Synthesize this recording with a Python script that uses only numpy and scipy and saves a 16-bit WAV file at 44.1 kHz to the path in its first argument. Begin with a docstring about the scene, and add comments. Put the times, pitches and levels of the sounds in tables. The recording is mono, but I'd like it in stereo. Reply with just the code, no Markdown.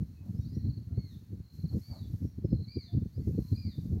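"""Wind rumbles and thumps in an open farm field, as turbulence buffets each of two microphone ports.
Off to the right birds call: a quick trill that slows down, then an arched whistle, four times over,
with thin chirps between. Dry straw rustles close by, a shoe scuffs the soil, and faint hoots carry
from far away over a soft hiss of air. The calls are gliding tones, scattered by ground and trees;
wind, straw and air are shaped noise."""
import sys
import numpy as np
from scipy import signal
from scipy.fft import rfft, irfft
from scipy.io import wavfile
from scipy.ndimage import uniform_filter1d

SR = 44100
rng = np.random.default_rng(int(sys.argv[2]) if len(sys.argv) > 2 else 0)


def to_wav(sig):
    """Store sig (one row per channel, or 1-D mono) as 16-bit WAV at the path in sys.argv[1].

    Samples outside -1..1 are clipped; the rate is SR.
    """
    pcm = np.clip(np.atleast_2d(sig), -1, 1) * 32767
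    pcm = np.round(pcm).astype(np.int16)
    wavfile.write(sys.argv[1], SR, pcm.T)  # frames by channels


N = 176400
T = np.arange(N) / SR


def from_db(db):
    """Amplitude ratio: a factor of ten for every 20 dB."""
    return 10 ** (np.asarray(db) / 20)


def rms_one(x):
    """Normalisation to unit mean power."""
    return x / np.sqrt(np.mean(x ** 2) + 1e-20)


def pan(db):
    """Direction by level difference: two channel gains, the left db above the right."""
    return from_db([[db / 2], [-db / 2]])


def level(curve):
    """Amplitude envelope, interpolated in decibels through (time_s, level_db) points."""
    return from_db(np.interp(T, *np.transpose(curve)))


def drift(rate_hz):
    """Random modulation of unit rms: noise through a two-pole low-pass at rate_hz."""
    step, settle = 20, 2000
    pole = np.exp(-2 * np.pi * step * rate_hz / SR)
    white = rng.standard_normal(N // step + settle + 2)
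    slow = signal.lfilter([1], [1, -2 * pole, pole * pole], white)[settle:]
    return np.interp(np.arange(N) / step, np.arange(len(slow)), rms_one(slow))


def noise(colour):
    """Spectral shaping: unit-rms noise that falls 12 dB an octave above the colour's last point."""
    hz, db = np.transpose(colour)
    f = np.maximum(np.arange(N // 2 + 1) * SR / N, 1)
    gain = from_db(np.interp(np.log(f), np.log(hz), db)) * np.minimum(1, hz[-1] / f) ** 2
    return rms_one(irfft(rfft(rng.standard_normal(N)) * gain, N))


def evened(x, window_s=0.041):
    """Division by the running rms flattens the swells of a noise, so an envelope sets its level."""
    size = int(window_s * SR)
    return x / np.sqrt(uniform_filter1d(uniform_filter1d(x ** 2, size), size) + 1e-6)


def swell(time_s, length_s, skew=0):
    """Gaussian envelope; skew quickens the rise and slows the fall."""
    t = T - time_s + skew * length_s / 2
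    return np.exp(-2 * (t / (length_s * (1 + skew * np.sign(t)))) ** 2)


def phase(hz):
    """Phase is the running integral of frequency."""
    return 2 * np.pi * np.cumsum(hz) / SR


def glides(rows, waver, flicker_db):
    """Linear frequency sweeps with soft edges, unsteady in pitch and level."""
    tones = np.zeros(N)
    unsteady = 1 + waver * drift(80)
    for start_s, length_s, start_hz, end_hz, db in rows:
        progress = np.clip((T - start_s) / length_s, 0, 1)
        hz = (start_hz + (end_hz - start_hz) * progress) * unsteady
        tones += from_db(db) * np.sqrt(abs(np.sin(np.pi * progress))) * np.sin(phase(hz))
    return tones * rms_one(from_db(flicker_db * drift(60)))


def outdoors(x, pan_db, echo_db):
    """Scattering: direct sound, a dense tail from the ground and a longer, fainter one from trees."""
    ground_t60_s, trees_t60_s, trees_db = 0.22, 0.67, -5.5
    echo_delay_s, left_lag_s = 0.0079, 0.00007
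    t = T[:SR]
    decay = from_db(-60 * t / ground_t60_s) + from_db(trees_db - 60 * t / trees_t60_s)
    tail = rng.standard_normal((2, SR)) * decay * (t > echo_delay_s)
    tail /= np.sqrt(np.sum(tail ** 2, axis=1, keepdims=True))
    direct = np.array([np.interp(T - left_lag_s, T, x), x])
    scattered = signal.fftconvolve(x[None], tail, axes=1)[:, :N]
    return pan(pan_db) * (direct + from_db(echo_db) * scattered)


def distant_air():
    """A diffuse field: steady noise, uncorrelated between the channels."""
    # spectrum of the air, with a far bird chorus near 4 kHz: frequency_hz, density_db
    colour = [(300, 5.5), (700, -3), (1130, -5), (1920, -6), (3150, -10.5), (3600, -10), (4300, 0.5),
              (4900, -11), (6500, -8.5), (7700, -15.5), (9350, -14.5), (13300, -12), (15500, -9.5)]
    return from_db(-70) * pan(-1) * np.array([noise(colour) for _ in range(2)])


def far_hoots():
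    """Low, nearly pure tones, blurred by scattering on their way across the field."""
    # hoots: start_s, length_s, start_hz, end_hz, level_db
    hoots = [(.88, .09, 1370, 1350, -80), (.88, 0.1, 678, 680, -75), (2.88, 0.075, 684, 715, -67),
             (3.42, .12, 1020, 983, -75.5), (3.92, 0.17, 708, 760, -66)]
    return outdoors(glides(hoots, waver=0.012, flicker_db=0.5), pan_db=0, echo_db=-2)


def straw_rustle():
    """Dry straw hisses; fast random amplitude modulation gives the noise its grain."""
    # envelope of the rustle: time_s, level_db
    envelope = [(0, -76), (.22, -82), (.27, -74.5), (.56, -75), (.75, -81), (.95, -82), (1.13, -72.5),
                (1.3, -82), (1.51, -82.5), (1.55, -70.5), (1.66, -74.5), (1.8, -66.5), (2.0, -71.5),
                (2.26, -72.5), (2.33, -83), (2.92, -80), (3.18, -76.5), (3.28, -69.5), (3.38, -71.5),
                (3.48, -67), (3.72, -76), (3.84, -71), (4, -76)]
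    # spectrum of the straw: frequency_hz, density_db
    colour = [(500, -13), (1000, -6), (1900, 1), (3100, -4.5), (4500, 3.5), (5600, 6), (6700, 5),
              (8000, -3), (10000, -2), (12500, 7.5), (15500, 0)]
    hiss = np.array([noise(colour) for _ in range(2)])
    grain = rms_one(from_db(drift(rate_hz=83)))
    return pan(-10) * level(envelope) * hiss * grain


def shoe_scuffs():
    """Friction of a shoe on soil makes short bursts of dull noise."""
    # scuffs: centre_s, length_s, level_db
    scuffs = [(0.264, 0.076, -69.5), (1.728, 0.018, -60), (1.944, 0.059, -59.5)]
    # spectrum of the friction: frequency_hz, density_db
    colour = [(300, -21), (620, 0), (800, -7.5), (1100, -14.5), (1400, -22), (2500, -39), (7000, -24),
              (15000, -45)]
    envelope = sum(from_db(db) * swell(centre_s, length_s) for centre_s, length_s, db in scuffs)
    return outdoors(envelope * noise(colour), pan_db=-4.5, echo_db=-4.5)


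def bird_chirps():
    """Other birds sing brief frequency sweeps, thin because they have no overtones."""
    # chirps: start_s, length_s, start_hz, end_hz, level_db
    chirps = [(.15, 0.077, 2557, 2546, -79.5), (.34, 0.055, 4680, 5600, -75), (.4, 0.019, 5330, 5980, -70),
              (.39, 0.076, 3750, 3800, -78), (.417, .022, 4240, 4670, -71), (.43, .014, 5100, 5900, -70),
              (.445, .025, 3900, 4780, -65.5), (.46, 0.1, 4660, 5130, -72),
              (.538, 0.025, 5430, 5680, -66.5), (2.225, 0.09, 5450, 5690, -73),
              (2.435, 0.041, 5500, 4970, -75), (2.5, 0.038, 5170, 4900, -72.5),
              (2.81, .045, 6840, 5770, -72.5), (3.128, .052, 4220, 5310, -72),
              (3.19, 0.033, 4140, 4750, -72), (.51, 0.12, 1963, 1867, -81.5), (3.18, .11, 1840, 2140, -84),
              (3.31, .08, 2570, 2600, -84)]
    return outdoors(glides(chirps, waver=0.014, flicker_db=1.5), pan_db=-14.5, echo_db=-3)


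def bird_trills():
    """A swelling pulse train of downward sweeps, ending in three more widely spaced notes."""
    # trills: start_s, slows_at_s, level_db
    trills = [(-.08, 0.065, -78), (0.477, 0.67, -61), (1.444, 1.625, -61), (2.49, 2.647, -57.5),
              (3.344, 3.527, -61)]
    quick_gap_s, quick_width_s, quick_hz = 0.0195, 0.005, 4207
    slow_gap_s, slow_width_s, slow_hz, slow_accent_db = 0.0355, 0.0053, 4296, 1.5
    swell_db, swell_s, fall_hz_per_s = 14.5, 0.14, 30000
    spread_db, spread_hz = 2.3, 25
    song = np.zeros(N)
    for start_s, slows_at_s, db in trills:
        count = round((slows_at_s - start_s) / quick_gap_s) + 1
        notes = [(s, quick_width_s, quick_hz, 0) for s in np.linspace(start_s, slows_at_s, count)]
        notes += [(slows_at_s + slow_gap_s * k, slow_width_s, slow_hz, slow_accent_db) for k in (1, 2, 3)]
        for centre_s, width_s, hz, accent_db in notes:
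            near = abs(T - centre_s) < slow_gap_s
            t = T[near] - centre_s
            onset_db = -swell_db * np.exp((start_s - centre_s) / swell_s)
            gain = from_db(db + accent_db + onset_db + spread_db * rng.standard_normal())
            centre_hz = hz + spread_hz * rng.standard_normal()
            sweep = np.sin(2 * np.pi * t * (centre_hz - fall_hz_per_s * t / 2))
            song[near] += gain * np.exp(-0.5 * (t / width_s) ** 2) * sweep
    return outdoors(song, pan_db=-19.5, echo_db=-6)


def bird_whistles():
    """Three harmonics, the second strongest, arch up and slide down; fast modulation makes them hoarse."""
    # calls, with the first and third harmonics relative to the second:
    # start_s, length_s, top_pitch_hz, level_db, first_db, third_db, waver_ratio, arch_exponent
    calls = [(0.936, 0.23, 2183, -61, -12, -11, .007, 0.66),
             (1.809, 0.25, 2299, -57, -17.5, -28, 0.0031, 0.94),
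             (2.665, 0.25, 2387, -54.5, -13, -36, .003, 1.05),
             (3.52, .25, 2438, -55, -13.5, -26, 0.0027, 1.12)]
    # pitch contour of a call: length_fraction, pitch_ratio
    arch = [(0, .9), (.12, .97), (.22, .994), (.32, 1), (.42, .99), (.52, .958), (.66, .88), (.82, .785),
            (1, .725)]
    # loudness contour of a call: length_fraction, level_db
    effort = [(0, -9), (.14, -2), (.5, -1), (.7, -7), (1, -14)]
    rasp_depth, rasp_hz, end_waver_growth = 0.22, 160, 2.95
    flicker_db, weak_flicker_db, weak_fade = 3.5, 3, 0.23
    second, weak = np.zeros((2, N))
    for start_s, length_s, top_hz, db, first_db, third_db, waver, arch_exponent in calls:
        progress = np.clip((T - start_s) / length_s, 0, 1)
        pitch_hz = top_hz * np.interp(progress, *np.transpose(arch)) ** arch_exponent
        unsteady = 1 + waver * (1 + end_waver_growth * progress ** 2) * drift(180)
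        angle = phase(pitch_hz * unsteady)
        effort_db = np.interp(progress, *np.transpose(effort))
        edges = np.clip(20 * np.minimum(progress, 1 - progress), 0, 1)
        gain = from_db(db + effort_db + flicker_db * drift(41)) * edges
        jitter = rasp_depth * drift(rasp_hz)
        shimmer = 1 + rasp_depth * drift(rasp_hz)
        second += gain * shimmer * np.sin(2 * angle + jitter)
        # the weaker partials fade sooner and break up
        weak_gain = gain * from_db(weak_fade * effort_db + weak_flicker_db * drift(70))
        weak += weak_gain * (from_db(first_db) * np.sin(angle) + from_db(third_db) * np.sin(3 * angle))
    return outdoors(second, pan_db=-6, echo_db=1.5) + outdoors(weak, pan_db=-2.5, echo_db=-2)


def port_turbulence(gusts, breeze):
    """Turbulent pressure at one port: breeze and buffets add in power, as rumble and higher flutter."""
    # spectrum of the rumble: frequency_hz, density_db
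    rumble_colour = [(20, -31.5), (32, -32.5), (45, -14.5), (62, -1.5), (100, 5.5), (130, -2.5), (160, -4),
                     (230, -9), (300, -17.5), (420, -44.5), (600, -44.5), (1000, -58)]
    # spectrum of the flutter: frequency_hz, density_db
    flutter_colour = [(120, -19.5), (220, 2), (320, 8), (480, -2.5), (620, -22), (800, -52.5),
                      (1200, -62.5), (2500, -60)]
    breeze_trim_db, rumble_trim_db, flutter_trim_db, breeze_flutter_db = -2.5, -1, -4, -24.5
    lump_db, lump_hz, skew, bass_cut_hz = 5.5, 29.8, 0.3, 48.8
    breeze_gain = level(breeze) * from_db(breeze_trim_db + lump_db * drift(lump_hz))
    rumble_power = breeze_gain ** 2
    flutter_power = (breeze_gain * from_db(breeze_flutter_db)) ** 2
    for time_s, length_s, db, flutter_db in gusts:
        rumble_power += (from_db(db + rumble_trim_db) * swell(time_s, length_s, skew)) ** 2
        flutter_peak = from_db(db + flutter_db + flutter_trim_db)
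        flutter_power += (flutter_peak * swell(time_s, 0.62 * length_s, skew)) ** 2
    rumble = np.sqrt(rumble_power) * evened(noise(rumble_colour))
    flutter = np.sqrt(flutter_power) * evened(noise(flutter_colour))
    return signal.sosfilt(signal.butter(4, bass_cut_hz, "high", fs=SR, output="sos"), rumble + flutter)


def eddy_pops():
    """The hardest eddies strike as pressure pulses, which swing back through the port's bass cut."""
    # pulses ahead of the bass cut: time_s, peak_db, port (0 left, 1 right)
    pops = [(0.978, -24.5, 1), (1.643, -22.5, 1), (2.2519, -16.5, 0), (2.4499, -11, 0), (2.5289, -4.5, 0),
            (2.77, -18, 0), (3.1808, -18.5, 0), (3.278, -10.5, 1), (3.39, -9, 1), (3.528, -14, 1)]
    width_s, bass_cut_hz = 0.0016, 104
    pressure = np.zeros((2, N))
    for time_s, db, port in pops:
        pressure[port] += from_db(db) / np.cosh(np.clip(2 * (T - time_s) / width_s, -20, 20))
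    return signal.sosfilt(signal.butter(2, bass_cut_hz, "high", fs=SR, output="sos"), pressure)


def wind():
    """Turbulence is local, so each microphone port is buffeted on its own."""
    # buffets at each port, before trims: time_s, length_s, level_db, flutter_relative_db
    gusts_left = [(0.302, 0.029, -31.5, -28), (0.468, 0.032, -30.5, -42), (0.531, 0.026, -30.5, -16),
                  (0.598, 0.031, -37.5, -26), (0.927, 0.018, -35.5, -35), (1.766, 0.036, -23.5, -7),
                  (1.912, 0.024, -28, -25), (2.051, 0.034, -31.5, -18), (2.161, 0.032, -62, -28),
                  (2.251, 0.022, -22.5, -14), (2.45, 0.015, -22.5, 6), (2.532, 0.029, -19.5, -5),
                  (2.773, 0.024, -23, -5), (2.977, 0.02, -17, -13), (3.06, 0.01, -24, -14),
                  (3.195, 0.05, -26, -11.5), (3.297, 0.032, -26.5, -4.5), (3.401, 0.018, -18.5, -18),
                  (3.6, 0.023, -30.5, -35), (3.679, 0.025, -28, -13.5), (3.887, 0.12, -27, -23),
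                  (3.984, 0.016, -38, -30)]
    gusts_right = [(0.296, 0.02, -27, -42), (0.39, 0.014, -22.5, -19), (0.438, 0.024, -37, -33),
                   (0.572, 0.019, -24, -8), (0.672, 0.057, -20.5, -23.5), (0.778, 0.021, -29.5, -16.5),
                   (0.876, 0.014, -32.5, -22), (0.981, 0.016, -18, -18), (1.334, 0.032, -30.5, -9),
                   (1.647, 0.02, -19.5, -22), (1.753, 0.052, -23.5, -10), (2.493, 0.029, -29.5, -38),
                   (2.604, 0.033, -25, -13), (2.95, 0.032, -20.5, -16.5), (3.025, 0.011, -18, -15.5),
                   (3.278, 0.016, -19, -4.5), (3.386, 0.019, -19.5, -3.5), (3.454, 0.01, -53, -30),
                   (3.53, 0.023, -16, -24.5), (3.665, 0.032, -23.5, -30), (3.787, 0.012, -19.5, -19.5),
                   (3.861, 0.028, -23, -17.5), (3.928, 0.04, -24.5, -6.5), (3.974, 0.012, -19, -16)]
    # breeze between buffets, before its trim: time_s, level_db
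    breeze_left = [(0, -24), (0.169, -53), (.38, -38), (.63, -37.5), (.73, -42), (1.0, -45.5), (1.2, -39.5),
                   (1.47, -52), (1.58, -36.5), (1.85, -47), (2.1, -31.5), (2.32, -42), (2.579, -23.5),
                   (2.66, -54.5), (2.87, -47), (3.25, -39.5), (3.5, -44), (4, -33.5)]
    breeze_right = [(0, -45.5), (.18, -47), (.34, -34.5), (.6, -36), (.84, -41.5), (1.05, -33), (1.26, -52),
                    (1.39, -36.5), (1.5, -64.5), (1.602, -38.5), (1.85, -52.5), (2.201, -62), (2.42, -43.5),
                    (2.849, -49), (3.022, -38.5), (3.101, -51.5), (3.35, -29.5), (3.72, -50), (4, -35.5)]
    return np.array([port_turbulence(gusts_left, breeze_left), port_turbulence(gusts_right, breeze_right)])


def scene():
    """Superposition: the sounds of birds and field add to the wind pressure at the ports."""
    birds = bird_whistles() + bird_trills() + bird_chirps() + far_hoots()
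    return birds + distant_air() + wind() + eddy_pops() + straw_rustle() + shoe_scuffs()


def record(dry):
    """Band limiting: an elliptic low-pass cuts the top treble steeply."""
    cutoff_hz = 15800
    return signal.sosfilt(signal.ellip(12, 0.1, 90, cutoff_hz, fs=SR, output="sos"), dry)


dry = scene()
out = record(dry)
to_wav(out)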